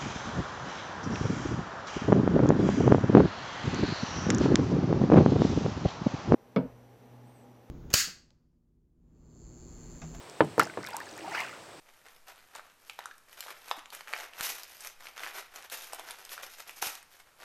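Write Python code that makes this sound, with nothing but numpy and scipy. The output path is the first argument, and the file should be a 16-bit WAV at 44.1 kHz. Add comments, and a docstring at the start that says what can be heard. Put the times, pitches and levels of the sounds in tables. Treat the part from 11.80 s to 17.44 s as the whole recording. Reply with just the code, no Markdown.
"""Small dog and wrapped parcel

Living room, one microphone, close: the paper stands well above the room's echoes.
The dog pins the parcel on a rug and works at it with teeth and paws. The sheet crumples in bursts
of tiny buckles, and its fibres crackle as strips rip away: both are streams of short random clicks.
Stiff creases snap as a crack plus a ringing panel, nicks only crack, and jerks thump on the rug.
Short echoes and a decaying noise tail make the room; shaped noise makes its floor and the hiss."""
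import sys
import numpy as np
from scipy import signal
from scipy.fft import rfft, irfft
from scipy.io import wavfile
from scipy.ndimage import uniform_filter1d

SR = 44100
rng = np.random.default_rng(int(sys.argv[2]) if len(sys.argv) > 2 else 0)


def persist_wave(psi):
    """Save psi, clipped to +-1, as 16-bit WAV."""
    counts = np.round(np.clip(psi, -1, 1) * 32767).astype(np.int16)
    wavfile.write(sys.argv[1], SR, np.atleast_2d(counts).T)


N = 248718  # length in samples

# still room and microphone hiss: [f/Hz, relative level/dB per Hz]
FLOOR_COLOUR = [(10, 15.5), (22, -28), (35, -5), (60, -8), (120, -10.5), (280, -12.5), (550, -9.5),
                (1200, -9), (4000, -17.5), (14000, -20)]
# reverberation of the living room: [f/Hz, time to fall 60 dB t/s]
ROOM_DECAY = [(200, 0.14), (800, 0.46), (2100, 0.51), (5500, 0.39), (13000, 0.097)]
# jerks that knock the parcel on the rug: [t/s, envelope peak level/dB, f/Hz, swell time t/s]
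RUG_THUMPS = [(1.977, -49, 313, 0.0027), (2.606, -41.5, 206, 0.001), (2.701, -56, 174, 0.0012),
              (5.025, -44, 160, 0.00051), (5.068, -41, 120, 0.00061)]
# creases that pop through, before the bass cut: [t/s, ring envelope peak level/dB, panel f/Hz,
# cycles until the ring peaks, crack energy level/dB, top of the crack f/Hz]
CREASE_SNAPS = [(0.7552, -32, 1030, 0.46, -33, 6900), (0.7951, -32, 1350, 0.42, -46, 2500),
                (1.0974, -28, 2530, 0.62, -18, 7550), (1.19, -28, 920, .45, -21, 4300),
                (1.2056, -38.5, 1790, 1.1, -31, 4700), (1.2572, -28.5, 1320, 0.86, -19.5, 14100),
                (1.3117, -40, 1650, 2.2, -31.5, 3600), (1.6628, -35, 816, 0.36, -33, 6200),
                (1.8834, -51, 1170, .45, -24, 6800), (1.9126, -17.5, 1040, 0.54, -8, 2690),
                (2.0579, -32, 2720, 0.3, -29.5, 6200), (2.2082, -36.5, 1070, 0.44, -20.5, 3300),
                (2.2817, -36, 2370, 1.1, -21, 6070), (2.336, -16, 1900, 0.3, -11, 3340),
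                (2.3637, -28.5, 1450, 0.34, -23, 6200), (2.3773, -37, 2170, .5, -25, 14000),
                (2.4411, -40, 1430, 0.28, -23, 5170), (2.535, -37.5, 2720, 0.65, -28.5, 8900),
                (2.6019, -34, 1030, .35, -26, 4700), (2.609, -21.5, 2240, 0.33, -9, 14100),
                (3.2695, -33.5, 2480, 0.82, -23, 7440), (3.3782, -31, 2280, 0.38, -23, 5160),
                (3.3943, -32, 1450, .3, -23, 3900), (3.4351, -23, 2000, 0.54, -27, 11700),
                (3.4646, -24.5, 1660, 0.31, -28, 7400), (3.4728, -25, 2050, 0.26, -20.5, 5700),
                (4.1329, -29.5, 740, 0.46, -14.5, 11700), (4.1954, -31, 800, .5, -18.5, 8900),
                (4.4932, -33, 3500, 0.74, -28, 7400), (4.5782, -31.5, 1430, 1.1, -26, 3960),
                (4.8945, -28, 2390, 0.47, -24.5, 14000), (5.0245, -26.5, 810, 0.51, -7.5, 7000),
                (5.0271, -20, 1010, .35, -18, 5200)]
# teeth nick the taut edge, a bright spray with no ring, before the bass cut: [t/s, energy level/dB]
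EDGE_NICKS = [(0.7617, -24.5), (1.1918, -25), (1.381, -32.5), (1.529, -26.5), (1.6066, -12.5),
              (2.1035, -23.5), (2.1495, -15.5), (2.7032, -14), (2.8335, -18), (3.007, -21.5),
              (3.048, -16.5), (3.0722, -14.5), (3.7602, -19.5), (3.8995, -20), (4.1465, -19.5),
              (4.3086, -14.5), (4.4507, -21), (5.0706, -8.5), (5.1535, -17), (5.228, -28.5), (5.614, -29)]
# colour of the buckling sheet: [f/Hz, relative level/dB per Hz]
BUCKLE_COLOUR = [(100, -35.5), (220, -20), (380, -5.5), (520, -3.5), (720, 0.5), (1000, -2), (1400, 0.5),
                 (2400, -4.5), (3500, -9), (6000, -17), (14000, -29)]
# colour of breaking fibres: [f/Hz, relative level/dB per Hz]
FIBRE_COLOUR = [(120, -54), (400, -24), (900, -15.5), (2500, -0.5), (4500, -3.5), (6300, -0.5), (7500, -6),
                (10000, -5.5), (12700, 1), (14000, -8)]
# bites, tugs and paw strokes, nominal levels: [start t/s, rise t/s, hold t/s, crumpling level/dB,
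# tearing level relative to the crumpling/dB]
PAPER_TUGS = [(0.047, 0.023, 0.0087, -62, -15), (0.12, 0.052, 0.032, -62.5, -7),
              (0.244, 0.013, 0.0083, -55, -12.5), (0.294, 0.028, 0.041, -67.5, -1),
              (0.465, 0.018, 0.015, -51, -6.5), (0.54, 0.033, 0.055, -65, -7.5),
              (0.665, 0.045, 0.055, -65, -8), (0.724, 0.027, 0.019, -49.5, -13.5),
              (0.802, .02, 0.083, -64.5, -18), (0.981, 0.086, 0.097, -67, 1.5),
              (1.177, 0.011, 0.077, -56.5, -16), (1.473, 0.0081, 0.066, -63, -0.5),
              (1.548, 0.028, .02, -57, -1), (1.613, .02, 0.013, -53.5, 2), (1.651, 0.036, .012, -45, -8),
              (1.73, 0.041, .1, -58.5, -3), (1.819, 0.066, 0.041, -51.5, -4),
              (1.955, 0.018, 0.0068, -52.5, -7), (2.111, 0.021, 0.027, -52.5, -3.5),
              (2.168, 0.018, .05, -66, 1.5), (2.251, 0.03, 0.056, -50.5, -6.5),
              (2.309, 0.028, 0.097, -47.5, -6.5), (2.521, .015, 0.0086, -54.5, -7),
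              (2.566, 0.034, 0.017, -46.5, -2.5), (2.621, .01, 0.029, -43.5, 8),
              (2.676, 0.021, .006, -44.5, 5), (2.745, 0.037, 0.057, -56, 2.5),
              (2.866, 0.033, 0.15, -62.5, 3.5), (2.994, 0.017, 0.053, -54, 3),
              (3.182, 0.041, 0.055, -55.5, -3.5), (3.323, 0.12, 0.056, -47, -7),
              (3.531, 0.024, 0.016, -43, -3.5), (3.706, 0.042, 0.096, -53, -6.5),
              (3.897, 0.033, 0.014, -46, 3), (3.96, .02, 0.09, -56, 2.5), (4.067, 0.035, 0.048, -53, -5.5),
              (4.18, .015, 0.011, -48, -7), (4.235, 0.056, 0.032, -48.5, -4),
              (4.337, 0.033, 0.087, -55.5, -3.5), (4.48, 0.038, 0.019, -52.5, 5),
              (4.559, .01, 0.032, -50, -15), (4.617, 0.013, 0.012, -47.5, -1.5),
              (4.687, 0.029, 0.019, -60.5, 8), (4.762, 0.023, 0.018, -52, 0.5),
              (4.863, 0.019, 0.01, -53.5, 0), (4.925, 0.04, 0.024, -60, 5), (5.012, 0.011, 0.045, -40, 3.5),
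              (5.108, .015, 0.011, -53.5, 4.5), (5.301, 0.019, 0.04, -63.5, -0.5),
              (5.373, 0.027, 0.0089, -62, -3.5), (5.458, 0.0093, .02, -60, -14),
              (5.57, 0.035, .01, -56.5, -8), (5.617, 0.0065, 0.009, -46, -13)]

NICK_TOP_HZ = 15300
# small creases pop by chance, as loud as the crumpling around them allows
SMALL_PER_S, SMALL_RING_DB, SMALL_CRACK_DB, SMALL_SPREAD_DB = 28, 11.5, 22.5, 3.5
SMALL_LIMIT_DB = -48  # above this crumpling level they grow no louder
SMALL_HZ, SMALL_OCTAVES, SMALL_CYCLES, SMALL_TOP_RATIO = 1910, 0.39, 0.42, 3.4
LET_GO_DB_PER_S = 271  # the sheet settles after each tug
IDLE_DB, IDLE_TEAR_DB = -79.5, -76.5  # the paper stirs under the paws between tugs
EDGE_HZ = 14050  # upper band limit of the recorder


def amp(db):
    """Decibels to gain."""
    return 10 ** (np.asarray(db) / 20)


def evened(x):
    """Scales to an rms of one."""
    return x / np.sqrt(np.mean(x ** 2) + 1e-20)


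def read(points, hz):
    """Reads a table on a log-frequency axis."""
    f, value = np.transpose(points)
    return np.interp(np.log(hz + 1), np.log(f + 1), value)


def add(mix, s, sound):
    """Mixes a sound in at a time in seconds."""
    part = mix[max(round(s * SR), 0):][:len(sound)]
    part += sound[:len(part)]


def click(colour, uneven_db, width_hz, size=1024):
    """A sharp click of unit energy with the given colour and chance resonances of its own."""
    hz = np.fft.rfftfreq(size, 1 / SR)
    # resonances lie wider apart towards the treble
    knots = np.cumsum(width_hz * 1.1 ** np.arange(40)) - width_hz
    resonances_db = uneven_db * np.interp(hz, knots, rng.standard_normal(len(knots)))
    db = read(colour, hz) + resonances_db
    # folding the cepstrum gives minimum phase: nothing sounds before the break
    cepstrum = irfft(np.log(amp(db)))
    cepstrum[1:size // 2] *= 2
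    cepstrum[size // 2 + 1:] = 0
    wave = irfft(np.exp(rfft(cepstrum)))
    return wave / np.linalg.norm(wave)


def floor(db):
    """Faint steady rumble and hiss: Gaussian noise shaped in frequency."""
    colour = amp(read(FLOOR_COLOUR, np.fft.rfftfreq(N, 1 / SR)))
    noise = irfft(rfft(rng.standard_normal(N)) * colour, N)
    return amp(db) * evened(noise)


def echoes(early_db, tail_db, count=14):
    """A few echoes from floor and furniture, and a diffuse tail that decays at its own rate per band."""
    t = np.arange(SR // 2) / SR
    hz, frame_t, bands = signal.stft(rng.standard_normal(len(t)), SR, nperseg=256)
    decay = amp(-60 * frame_t / read(ROOM_DECAY, hz)[:, None])
    tail = signal.istft(bands * decay, SR, nperseg=256)[1][:len(t)]
    tail *= np.clip((t - .002) / 0.0013, 0, 1)  # fades in after 2 ms
    early = np.zeros(len(t))
    arrivals = (rng.uniform(.0015, .014, count) * SR).astype(int)
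    early[arrivals] = rng.choice([-1, 1], count) / np.sqrt(count)
    return amp(early_db) * early + amp(tail_db) * tail / np.linalg.norm(tail)


def room(x, early_db, tail_db, count=3):
    """Echo paths change as the dog's head and the paper move: a steady turn reweights echo patterns."""
    turn = 2 * np.pi * 1.3 * np.arange(N) / SR  # 1.3 turns per second
    out = np.zeros(N)
    for k in range(count):
        share = np.sqrt(2 / count) * np.cos(turn + np.pi * k / count)
        out += signal.oaconvolve(x * share, echoes(early_db, tail_db))[:N]
    return out


def thumps():
    """Soft low pushes, damped at once by the rug: sines that swell and die away."""
    out, t = np.zeros(N), np.arange(2048) / SR
    for s, db, hz, swell_s in RUG_THUMPS:
        envelope = t / swell_s * np.exp(1 - t / swell_s)
        add(out, s, amp(db) * envelope * np.sin(2 * np.pi * hz * t))
    return out


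def crack(top_hz, sharp_db, splinter_s):
    """One sharp break, then a few milliseconds of weaker splinters; unit energy."""
    t = np.arange(1024) / SR
    hz = np.geomspace(100, 14000, 30)
    splinters = rng.standard_normal(len(t)) * np.exp(-t / splinter_s)
    splinters[0] = amp(sharp_db) * np.linalg.norm(splinters)  # the first break
    bass_loss = 1 + (900 / hz) ** 4
    treble_loss = (1 + (hz / top_hz) ** 4) * (1 + hz / 14000)
    colour_db = -10 * np.log10(bass_loss * treble_loss)
    body = click(np.c_[hz, colour_db], uneven_db=5.0, width_hz=351)
    wave = signal.fftconvolve(splinters, body)
    return wave / np.linalg.norm(wave)


def small_snaps(crumple_db, count=300):
    """Rows like those of CREASE_SNAPS for the small creases that give way by chance."""
    when, chance = rng.random((count, 2)).T
    size, panel = rng.standard_normal((count, 2)).clip(-2, 2).T
    crumple_then_db = crumple_db[(when * N).astype(int)]
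    db = np.minimum(crumple_then_db, SMALL_LIMIT_DB) + SMALL_SPREAD_DB * size
    hz = SMALL_HZ * 2 ** (SMALL_OCTAVES * panel)
    cycles = np.full(count, SMALL_CYCLES)
    rows = np.c_[when * N / SR, db + SMALL_RING_DB, hz, cycles, db + SMALL_CRACK_DB, SMALL_TOP_RATIO * hz]
    return list(rows[chance < SMALL_PER_S * N / SR / count])


def snaps(crumple_db):
    """A crease cracks briefly and the panel beside it swings for a few cycles; a nick only cracks."""
    out, t = np.zeros(N), np.arange(1024) / SR
    for s, db in EDGE_NICKS:
        add(out, s, amp(db) * crack(NICK_TOP_HZ, sharp_db=-4, splinter_s=0.0022))
    creases = list(CREASE_SNAPS) + small_snaps(crumple_db)
    for s, db, panel_hz, cycles, crack_db, top_hz in creases:
        swell = t * panel_hz / cycles
        ring = swell * np.exp(1 - swell) * np.sin(2 * np.pi * panel_hz * t)
        add(out, s, amp(db) * ring)
        add(out, s + 0.00019, amp(crack_db) * crack(top_hz, sharp_db=-4.7, splinter_s=0.0017))
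    # small panels of paper radiate little bass
    return signal.sosfilt(signal.butter(3, 420, "highpass", fs=SR, output="sos"), out)


def work():
    """Nominal levels of crumpling and tearing in dB: each tug builds, holds and lets go."""
    t = np.arange(N) / SR
    crumple_power = np.full(N, amp(IDLE_DB) ** 2)
    tear_power = np.full(N, amp(IDLE_TEAR_DB) ** 2)
    age = t[:SR // 2]
    for start, rise, hold, db, tear_db in PAPER_TUGS:
        let_go_s = np.maximum(age - rise - hold, 0)
        pull = np.minimum(age / rise, 1) * amp(db - LET_GO_DB_PER_S * let_go_s)
        add(crumple_power, start, pull ** 2)
        add(tear_power, start, (pull * amp(tear_db)) ** 2)
    return 10 * np.log10(crumple_power), 10 * np.log10(tear_power)


def slips(per_s, relax_s):
    """Stick and slip: each slip sets off a flurry of breaks that dies away. Mean zero, rms one."""
    kicks = (rng.random(N) < per_s / SR) * rng.uniform(0.33, 1, N)
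    flurry = np.tanh(signal.lfilter([1], [1, -np.exp(-1 / (relax_s * SR))], kicks))
    return evened(flurry - flurry.mean())


def grains(level_db, per_s, spread_db, colour, uneven_db, width_hz, count=150):
    """Countless small breaks of uneven size, each at one of many spots with its own ring."""
    happens = rng.random(N) < per_s / SR
    size = amp(spread_db * np.minimum(rng.exponential(1, N), 3.2)) * happens
    # the breaks share the work of the moment, some 20 ms
    size /= np.sqrt(abs(uniform_filter1d(size ** 2, size=900)) + 1e-6)
    size *= amp(level_db) * rng.choice([-1, 1], N)
    rings = [click(colour, uneven_db, width_hz) for _ in range(count)]
    spot, out = rng.integers(0, count, N), np.zeros(N)
    for i in np.flatnonzero(size):
        add(out, i / SR, size[i] * rings[spot[i]])
    return out


def paper(crumple_db, tear_db):
    """Buckles and breaking fibres; the harder the pull, the thicker they come."""
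    unsteady = np.interp(tear_db, [-54, -42], [1, .45])  # a running rip is steadier than nibbling
    flurry_db = 2.9 * unsteady * slips(per_s=72, relax_s=0.01)
    buckles_per_s = 900 * amp(.45 * (crumple_db + 51.0))
    fibres_per_s = 1900 * amp(0.55 * (tear_db + 51))
    buckles = grains(crumple_db + flurry_db - .8, buckles_per_s, spread_db=-2.0,
                     colour=BUCKLE_COLOUR, uneven_db=1, width_hz=177.6)
    fibres = grains(tear_db + flurry_db + 1.56, fibres_per_s, spread_db=-1.0,
                    colour=FIBRE_COLOUR, uneven_db=6.0, width_hz=297)
    return buckles + fibres


def scene():
    """The parcel on the rug, heard in the room."""
    crumple_db, tear_db = work()
    parcel = paper(crumple_db, tear_db) + snaps(crumple_db) + thumps()
    reverberation = room(parcel, early_db=-13.0, tail_db=-11.5)
    return (parcel + reverberation + floor(db=-63))[None]


def record(dry):
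    """The recorder's steep band limit."""
    lowpass = signal.firwin(401, EDGE_HZ, window=("kaiser", 8), fs=SR)
    return signal.oaconvolve(dry, lowpass[None], "same")


dry = scene()
out = record(dry)
persist_wave(out)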